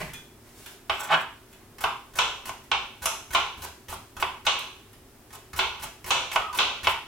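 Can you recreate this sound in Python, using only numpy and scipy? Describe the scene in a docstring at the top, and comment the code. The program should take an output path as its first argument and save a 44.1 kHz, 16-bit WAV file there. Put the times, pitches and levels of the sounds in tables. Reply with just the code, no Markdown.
"""A steel knife slices garlic on a hard composite board in a small, live kitchen.
Each stroke snaps the skin of a clove, stalls, crunches through and mostly ends with the edge knocking
on the board: dull and dry if the blade stays pressed down, higher and ringing if it is left free.
First the knife is picked up, laid on the board and dragged across it; near the end the wet steel
squeaks. The counter thuds under the strokes, and faint ventilation hums throughout."""
import sys
import numpy as np
from scipy import signal
from scipy.fft import rfft, irfft, next_fast_len
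from scipy.io import wavfile
from scipy.ndimage import map_coordinates

SR = 44100
rng = np.random.default_rng(int(sys.argv[2]) if len(sys.argv) > 2 else 0)


def materialize(psi):
    """Save the field psi as 16-bit PCM at rate SR to the path in sys.argv[1].

    A 1-D psi becomes a single channel; in a 2-D psi each row is a channel.
    """
    bounded = np.clip(np.atleast_2d(psi).T, -1, 1)
    quanta = np.round(bounded * 32767).astype(np.int16)
    wavfile.write(sys.argv[1], SR, quanta)


N = 311787
TIME = np.arange(N) / SR
HZ = np.fft.rfftfreq(16384, 1 / SR)  # frequency axis of the gain curves

# The edge lands on the board. Each row: start in seconds, knock in dB, freedom of the blade from
# 0 (pressed) to 1 (free), steel clack and edge click in dB over the knock.
LANDINGS = [(0.896, -17, 0.27, -3, -28), (1.839, -15, 0.3, -6.5, -28), (2.187, -17, 0.81, 0, -8),
            (2.492, -28, 0, -7, -10), (2.715, -17.5, 0.57, 1, -15.5), (3.057, -21.5, 0.64, -1.5, 1),
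            (3.348, -15, 0.73, -1.5, -15.5), (3.926, -29.5, 0, -20, -19), (4.225, -16.5, 0.04, -5, -26),
            (4.466, -19, 0.96, 2, -8), (5.590, -18.5, 0.83, 0.5, -15), (6.105, -18.5, 1, 0.5, -6),
            (6.316, -34.5, 0.3, 5, -3), (6.359, -14, 0.03, -4.5, -20.5), (6.587, -18.5, 0.98, 2.5, -11),
            (6.844, -32.5, 0.7, 5, -10), (6.870, -13.5, 0.1, -1, -21)]
# Strokes through a clove. Each row: start, stall after the skin and length of the cut in seconds,
# then skin snap, crunch and counter thud in dB.
STROKES = [(1.784, 0.022, 0.037, -34.5, -37.5, -54), (2.136, 0.019, 0.038, -41, -37, -44.5),
           (2.450, 0.0054, 0.034, -53, -35.5, -54), (3.016, 0.0041, 0.033, -47, -34, -50),
           (3.306, 0.027, 0.011, -32, -27, -42), (3.575, 0.046, 0.028, -45, -35, -40.5),
           (3.882, 0.0023, 0.058, -41, -38.5, -40), (4.167, .032, 0.022, -31, -32, -41),
           (4.45, 0.0018, 0.0097, -43, -37.5, -49), (5.304, 0.023, 0.027, -39.5, -42.5, -73),
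           (5.532, .030, 0.028, -28, -34.5, -42), (5.797, 0.026, 0.02, -36, -33.5, -42.5),
           (6.043, 0.02, .036, -31, -36, -42), (6.314, 0.014, 0.032, -34, -32, -53),
           (6.529, 0.017, 0.031, -29, -34, -50), (6.833, 0.0051, 0.082, -30, -38, -42)]
# The blade's modes. Each row: frequency in Hz, level in dB, free ringing time (t60) in seconds.
BLADE_MODES = [(2450, 2, .28), (3415, 2, .52), (4200, -9, .28), (5490, -12, .15), (6280, -12, .15),
               (7670, -9, .14), (10600, -14, .1), (12300, -11, .12), (15300, -11, .1)]


def amp(db):
    """Decibels to gain."""
    return 10 ** (np.asarray(db) / 20)


def unit(x):
    """Scale to rms 1."""
    return x / np.sqrt(np.mean(x ** 2) + 1e-20)


def along(points, hz=HZ):
    """Read (Hz, value) points on a log frequency axis."""
    freqs, values = np.transpose(points)
    return np.interp(np.log(hz + 1), np.log(freqs + 1), values)


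def shape(spectrum, modes=()):
    """A gain curve of unit power from (Hz, dB) points and (Hz, width in Hz, dB) resonances."""
    peaks = sum(amp(db) ** 2 / (1 + (2 * (HZ - hz) / width) ** 2) for hz, width, db in modes)
    return unit(amp(along(spectrum)) * np.sqrt(1 + peaks))


def causal(gain):
    """The minimum-phase impulse response of a gain curve."""
    cepstrum = irfft(np.log(np.maximum(gain, 1e-6)))
    half = len(cepstrum) // 2
    cepstrum[1:half] *= 2
    cepstrum[half + 1:] = 0
    return irfft(np.exp(rfft(cepstrum)))


def colour(x, gain):
    """Pass a signal through a gain curve."""
    return signal.fftconvolve(x, causal(gain))[:len(x)]


def add(track, start, sound):
    """Mix a sound into a track at a start in seconds."""
    part = track[max(0, round(start * SR)):][:len(sound)]
    part += sound[:len(part)]


def grains(rate, spread_db):
    """Random impulses of uneven size, about rate a second, at rms 1."""
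    chance, size = rng.random(N), rng.standard_normal(N)
    return unit((chance < rate / SR) * rng.choice([-1, 1], N) * amp(spread_db * np.clip(size, -2, 2)))


def wobble(rate):
    """A smooth random curve, rate knots a second."""
    return map_coordinates(rng.standard_normal(N // 20), [TIME * rate], mode="wrap")


def gesture(start, length, attack_s, release_s):
    """An envelope that swells 60 dB over the attack, holds from start, falls 60 dB over the release."""
    before, after = np.maximum(start - TIME, 0), np.maximum(TIME - start - length, 0)
    return amp(-60 * (before / attack_s + after / release_s))


def diffuse(pair):
    """Two unrelated noises become a diffuse stereo field, narrow in the bass and wide in the treble."""
    # Likeness of left and right. Each row: frequency in Hz, coherence from 0 to 1.
    coherence = [(30, .998), (70, .994), (150, .94), (330, .89), (650, .79), (1200, .68), (3000, .24),
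                 (6500, 0), (12000, .15)]
    angle = np.arccos(np.clip(along(coherence), -.999, .999)) / 2
    mid, side = colour(pair[0], np.cos(angle)), colour(pair[1], np.sin(angle))
    return np.array([mid + side, mid - side])


def reverberation(build_s=0.00037):
    """A stereo room tail of unit energy a side; each frequency dies at its own speed."""
    # The room's decay. Each row: frequency in Hz, t60 in seconds.
    decay_times = [(100, 0.64), (500, 0.32), (1000, 0.4), (3000, 0.43), (6000, 0.5), (10000, 0.46),
                   (16000, 0.4)]
    # The tail's tone. Each row: frequency in Hz, level in dB.
    wall_tone = [(100, 9), (1000, 3.5), (3000, 5.5), (7000, -0.5), (15000, -9)]
    hz, t, noise = signal.stft(rng.standard_normal((2, SR * 3 // 4)), SR, nperseg=256)
    decay = amp(along(wall_tone, hz)[:, None] - 60 * t / along(decay_times, hz)[:, None])
    tail = diffuse(signal.istft(noise * decay, SR, nperseg=256)[1])
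    tail *= 1 - np.exp(-(np.arange(tail.shape[1]) / SR / build_s) ** 2)
    return tail / np.sqrt(np.sum(tail ** 2) / 2)


def kitchen(x, direct_db, room_db):
    """Direct sound from straight ahead, close reflections off counter and wall, then the room."""
    response = amp(room_db) * reverberation()
    # Each row: left and right delay in seconds, left and right gain.
    paths = [(0, 0, 1, 1), (.0013, .00133, .25, .3), (.0027, .00272, .55, .65),
             (.0046, .0045, .4, .4), (.0059, .0061, .3, .65), (.0119, .0121, .33, .33)]
    for left_s, right_s, left, right in paths:
        add(response[0], left_s, amp([direct_db]) * left)
        add(response[1], right_s, amp([direct_db]) * right)
    return signal.fftconvolve(x[None], response, axes=1)[:, :len(x)]


def resonant(spectrum, resonance_db=0):
    """The gain curve of a spectrum with the steady, narrow resonances of board and room."""
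    # Each row: frequency in Hz, width in Hz, peak in dB against the broad response.
    resonances = [(379, 16, 10), (431, 16, 4), (566, 18, 5), (662, 24, 8), (808, 32, 3), (898, 22, 4),
                  (982, 30, 4), (1035, 18, 4), (1076, 18, 5), (1120, 20, 0), (1172, 16, 3), (1267, 22, 0),
                  (1382, 30, 4), (1489, 18, 6), (1545, 18, 1), (2240, 36, 3), (2603, 28, 6), (2767, 34, 1),
                  (2927, 30, 2), (2970, 30, 1), (3244, 24, 0), (3405, 50, 1)]
    return shape(spectrum, [(hz, width, db + resonance_db) for hz, width, db in resonances])


def room_tone(floor_db=-53, hum_db=-2):
    """Ventilation noise with a few slightly unsteady hum lines."""
    # The air's spectrum and the hum lines. Each row: frequency in Hz, relative level in dB.
    air_tone = [(12, -42), (20, -7), (70, -11), (107, -4.5), (193, -18), (228, -5.5), (255, -12),
                (410, -8.5), (459, -17.5), (678, -17.5), (4420, -29), (5380, -27.5), (6010, -29.5),
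                (9670, -28.5), (16000, -31)]
    hum_lines = [(59.2, -65), (226, -71), (258, -65), (377, -62.5)]
    air = diffuse([colour(rng.standard_normal(N), shape(air_tone)) for _ in range(2)])
    hum = sum(amp(db) * np.sin(2 * np.pi * hz * TIME + wobble(3)) for hz, db in hum_lines)
    return amp(floor_db) * air + amp(hum_db) * hum


def handling():
    """A hand bumps hollowly over the counter and its sleeve brushes along."""
    # Each row: start and length in seconds, bumps and rustle in dB.
    moves = [(0, 0.015, -33.5, -43.5), (0.082, .01, -47, -57), (.47, .02, -60, -58),
             (0.583, 0.14, -77, -50.5), (1.52, 0.018, -63, -61), (1.611, 0.014, -65, -78)]
    # The bumps' spectrum. Each row: frequency in Hz, level in dB.
    bump_tone = [(30, -8), (140, -3.5), (300, -11.5), (850, -6), (1400, -8), (2000, -4.5), (3500, -15.5),
                 (8000, -28), (16000, -41)]
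    bumping = sum(amp(db) * gesture(start, length, 0.16, 0.09) for start, length, db, _ in moves)
    rustling = sum(amp(db) * gesture(start, length, 0.25, 0.29) for start, length, _, db in moves)
    hollow = shape(bump_tone, [(146, 56, 3.2), (594, 68, 1.8), (883, 77, 6.6), (2010, 95, 6.4)])
    sleeve = shape([(300, 1), (2500, -0.5), (5000, -0.5), (11000, 0.5), (16000, -4.0)])
    bumps = colour(bumping * grains(rate=1500, spread_db=5), hollow)
    rustle = colour(rustling * rng.standard_normal(N), sleeve)
    return kitchen(bumps + rustle, direct_db=-4.5, room_db=-4.5)


def ticks(tick_db=4, tick_t60=0.025, ring_db=-4):
    """Light clinks of steel, cut short by hand or board, and at 4.59 s a faint, thin, dry tick."""
    # Each row: start in seconds, level in dB, share of the free ringing time.
    events = [(0.135, -45, 0.77), (.661, -48.5, 0.063), (.897, -51, .4), (1.529, -59, 0.25),
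              (2.639, -62, 0.046), (4.59, -47, .03), (4.93, -59.5, 0.038)]
    noise, ring, t = np.zeros(N), np.zeros(N), np.arange(SR // 2) / SR
    for start, level_db, share in events:
        add(noise, start, amp(level_db + tick_db - 60 * t / tick_t60) * rng.standard_normal(len(t)))
        for hz, db, t60 in BLADE_MODES:
            decay = amp(level_db + ring_db + db - 60 * t / (t60 * share))
            add(ring, start, decay * np.sin(2 * np.pi * hz * t))
    tone = shape([(300, -11), (1500, 1), (2600, -1.5), (5000, -6.5), (12000, 0.5), (16000, -8)])
    return ring + kitchen(colour(noise, tone) + amp(-15.5) * ring, direct_db=4.5, room_db=12.5)


def squeaks(sag_hz_per_s=700, waver=0.018, flutter_db=2.0):
    """Wet steel rubs on the board; the unsteady pitch sags as the blade slows."""
    # Each row: start and length in seconds, starting pitch in Hz, level in dB.
    rubs = [(6.396, 0.11, 1303, -31), (6.532, 0.045, 985, -29)]
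    sound = np.zeros(N)
    for start, length, hz, db in rubs:
        pitch = hz - sag_hz_per_s * np.clip(TIME - start, 0, length)
        phase = 2 * np.pi * np.cumsum(pitch * (1 + waver * wobble(250))) / SR
        level = amp(db + flutter_db * wobble(110)) * gesture(start, length, 0.055, 0.06)
        sound += level * (np.sin(phase) + amp(-26) * np.sin(2 * phase))
    return kitchen(sound, direct_db=-3.5, room_db=-11.0)


def drag(loss=0.032, sing_db=24, flutter_db=4):
    """The edge sticks and slips over the board and sets the hand-damped blade singing."""
    # Each row: start and length in seconds, rasp and singing in dB.
    pushes = [(0.997, 0.059, -40, -43), (1.122, 0.026, -18.5, -48.5), (1.209, .005, -55, -43)]
    # The rasp's spectrum. Each row: frequency in Hz, level in dB.
    rasp_tone = [(30, -26), (90, -28), (160, -9), (280, -11.5), (700, 5), (1050, 10.5), (1450, 7),
                 (1900, 1), (2600, 1.5), (3600, -3), (4600, -15.5), (8000, -26.5), (16000, -53)]
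    rubbing = sum(amp(db) * gesture(start, length, 0.11, 0.047) for start, length, db, _ in pushes)
    singing = sum(amp(db) * gesture(start, length, 0.31, 0.075) for start, length, _, db in pushes)
    slips = grains(rate=3000, spread_db=4)
    rasp = colour(rubbing * slips, resonant(rasp_tone, resonance_db=-4))
    damped_modes = [(hz, hz * loss, db + sing_db) for hz, db, _ in BLADE_MODES]
    steel = shape([(1500, -47), (2500, -18), (4000, -1), (7500, 8), (11000, 5), (16000, 0)], damped_modes)
    flutter = amp(flutter_db * wobble(69.4) - 4.5)
    song = colour(singing * flutter * rng.standard_normal(N), steel)
    return kitchen(rasp + song, direct_db=-1.5, room_db=-5.5)


def thuds(t60=0.56, rise_s=0.0016, landing_db=-30):
    """The weight behind a stroke shakes the counter as it meets the clove and as the edge lands."""
    power, t = np.zeros(N), np.arange(SR // 2) / SR
    pushes = [(start, db) for start, *_, db in STROKES]
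    pushes += [(start, db + landing_db) for start, db, *_ in LANDINGS]
    for start, db in pushes:
        envelope = amp(db - 60 * t / t60) * (1 - np.exp(-t / rise_s))
        add(power, start, envelope ** 2)
    counter = shape([(20, -3), (40, -14), (54, 10), (64, -2), (78, 7.5), (100, -10.5), (150, -5.0),
                     (220, -20.5), (500, -29), (2000, -73)])
    return np.sqrt(power) * colour(rng.standard_normal(N), counter)


def garlic(release_s=0.0043, snap_s=0.0036, clump_db=3):
    """The skin snaps, the edge stalls, then the clove gives and cells burst in clumps of crackle."""
    # Spectra of the flesh and the skin. Each row: frequency in Hz, level in dB.
    flesh_tone = [(100, -14), (400, -5), (1050, 3), (1800, -3), (2800, -1), (4500, -5), (6500, -2),
                  (8500, -2), (11000, .5), (14500, -1.5), (16000, -5)]
    skin_tone = [(100, -20), (400, 1.5), (1050, 7.5), (1800, 10), (2800, 3), (4500, 1.5), (6500, 4),
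                 (8500, -3.5), (11000, 0.5), (16000, -8.5)]
    stall_db, sink_db, give_db = -16.5, 3, 4  # against the crunch: stall, growth over the cut, 2nd snap
    crackle, snaps, t = np.zeros(N), np.zeros(N), np.arange(SR // 6) / SR
    for start, stall, length, snap_db, crunch_db, _ in STROKES:
        depth = np.clip((t - stall) / length, 0, 1)
        effort = amp(crunch_db + np.where(t < stall, stall_db, sink_db * (depth - .5)))
        add(crackle, start, effort * np.exp(-np.maximum(t - stall - length, 0) / release_s))
        add(snaps, start, amp(snap_db) * np.exp(-t / snap_s))
        add(snaps, start + stall, amp(crunch_db + give_db) * np.exp(-t / snap_s))
    cells = grains(rate=2500, spread_db=5.5) * unit(amp(clump_db * wobble(170)))
    fibres = grains(rate=6000, spread_db=2.5)
    burst = colour(crackle * cells, resonant(flesh_tone)) + colour(snaps * fibres, resonant(skin_tone))
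    return kitchen(burst, direct_db=-6.0, room_db=-2.5)


def bending_waves(build_s=0.001):
    """A push spreads through the board: a burst of a few ms with a flat spectrum and unit energy."""
    t = np.arange(1024) / SR
    waves = rfft(rng.standard_normal(len(t)) * t * np.exp(-t / build_s))
    burst = irfft(waves / np.abs(waves))[:len(t) // 2]
    return burst / np.linalg.norm(burst)


def after_ring(tone, t60=0.57, beat_db=1.0):
    """The blade's dense modes beat and die away after a blow; the highest take little part."""
    t = np.arange(SR) / SR
    ring = rng.standard_normal(SR) * amp(beat_db * wobble(98.0)[:SR] - 60 * t / t60)
    tilt = amp(along([(500, 0.5), (1100, -6), (3000, -3.5), (6000, -5), (10000, -9)]))
    return colour(ring / np.linalg.norm(ring), tone * tilt)


def chops(level_db=23, tick_slope=2.33):
    """The edge strikes the board in one sharp push; a free blade rings on, a pressed one stops short."""
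    # Spectra of board knock, steel clack, edge click and top tick. Each row: frequency in Hz, level in dB.
    knock_tone = [(40, -30), (250, -30.5), (480, -13.5), (640, -13), (800, -3.5), (1020, 0), (1400, -3.5),
                  (1750, -11), (2300, -103), (5000, -48)]
    clack_tone = [(1000, -31), (1800, -7.5), (2300, 2), (2700, 2.5), (3350, 2.5), (4000, -1), (4600, -9.5),
                  (6000, -11), (12000, -73)]
    click_tone = [(2500, -67), (4900, -4.5), (5900, 6), (7200, 3.5), (8700, -1.5), (12000, -42)]
    tick_tone = [(5000, -31), (9000, -3), (10300, 4), (12300, -1), (13200, 0), (16000, -25)]
    # Pressing down lowers the pitch ratio and damps both the after-ring and the resonances.
    free_pitch, pressed_pitch, pressed_ring_db, pressed_resonance_db = 1.05, 0.86, -19, -1
    out = np.zeros((2, N))
    for start, knock_db, free, clack_db, click_db in LANDINGS:
        pressed = 1 - free
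        pitch = free * free_pitch + pressed * pressed_pitch
        knock = [(hz * pitch ** .5, db) for hz, db in knock_tone]
        clack = [(hz * pitch, db) for hz, db in clack_tone]
        layers = np.array([resonant(spectrum, pressed * pressed_resonance_db)
                           for spectrum in (knock, clack, click_tone, tick_tone)])
        # Garlic under the edge cushions the click, and the top tick even more.
        gains = amp([0, clack_db, click_db, tick_slope * click_db])
        tone = amp(knock_db) * np.sqrt(gains ** 2 @ layers ** 2)
        sound = amp(pressed * pressed_ring_db) * after_ring(tone)
        add(sound, 0, signal.fftconvolve(causal(tone), bending_waves()))
        # A free blade radiates more into the room.
        left, right = kitchen(amp(level_db) * sound, direct_db=4.4 * pressed - 8.5, room_db=-5.5 * pressed)
        add(out[0], start, left)
        add(out[1], start, right)
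    return out


def scene():
    """Knife, garlic and hand lean a little to the right, over the counter's thuds and the room tone."""
    # Each row: frequency in Hz, left minus right in dB.
    balance = [(60, -.1), (300, -.7), (600, -2.2), (1200, -.6), (2800, -1), (5000, 0), (12000, .3)]
    left, right = chops() + garlic() + drag() + squeaks() + handling() + ticks()
    lean = amp(along(balance) / 2)
    return np.array([colour(left, lean), colour(right, 1 / lean)]) + thuds() + room_tone()


def record(dry, top_hz=16200):
    """A brick-wall low-pass takes off the very top of the treble."""
    size = next_fast_len(N + SR // 4)
    passband = np.fft.rfftfreq(size, 1 / SR) < top_hz
    return irfft(rfft(dry, size) * passband, size)[:, :N]


dry = scene()
out = record(dry)
materialize(out)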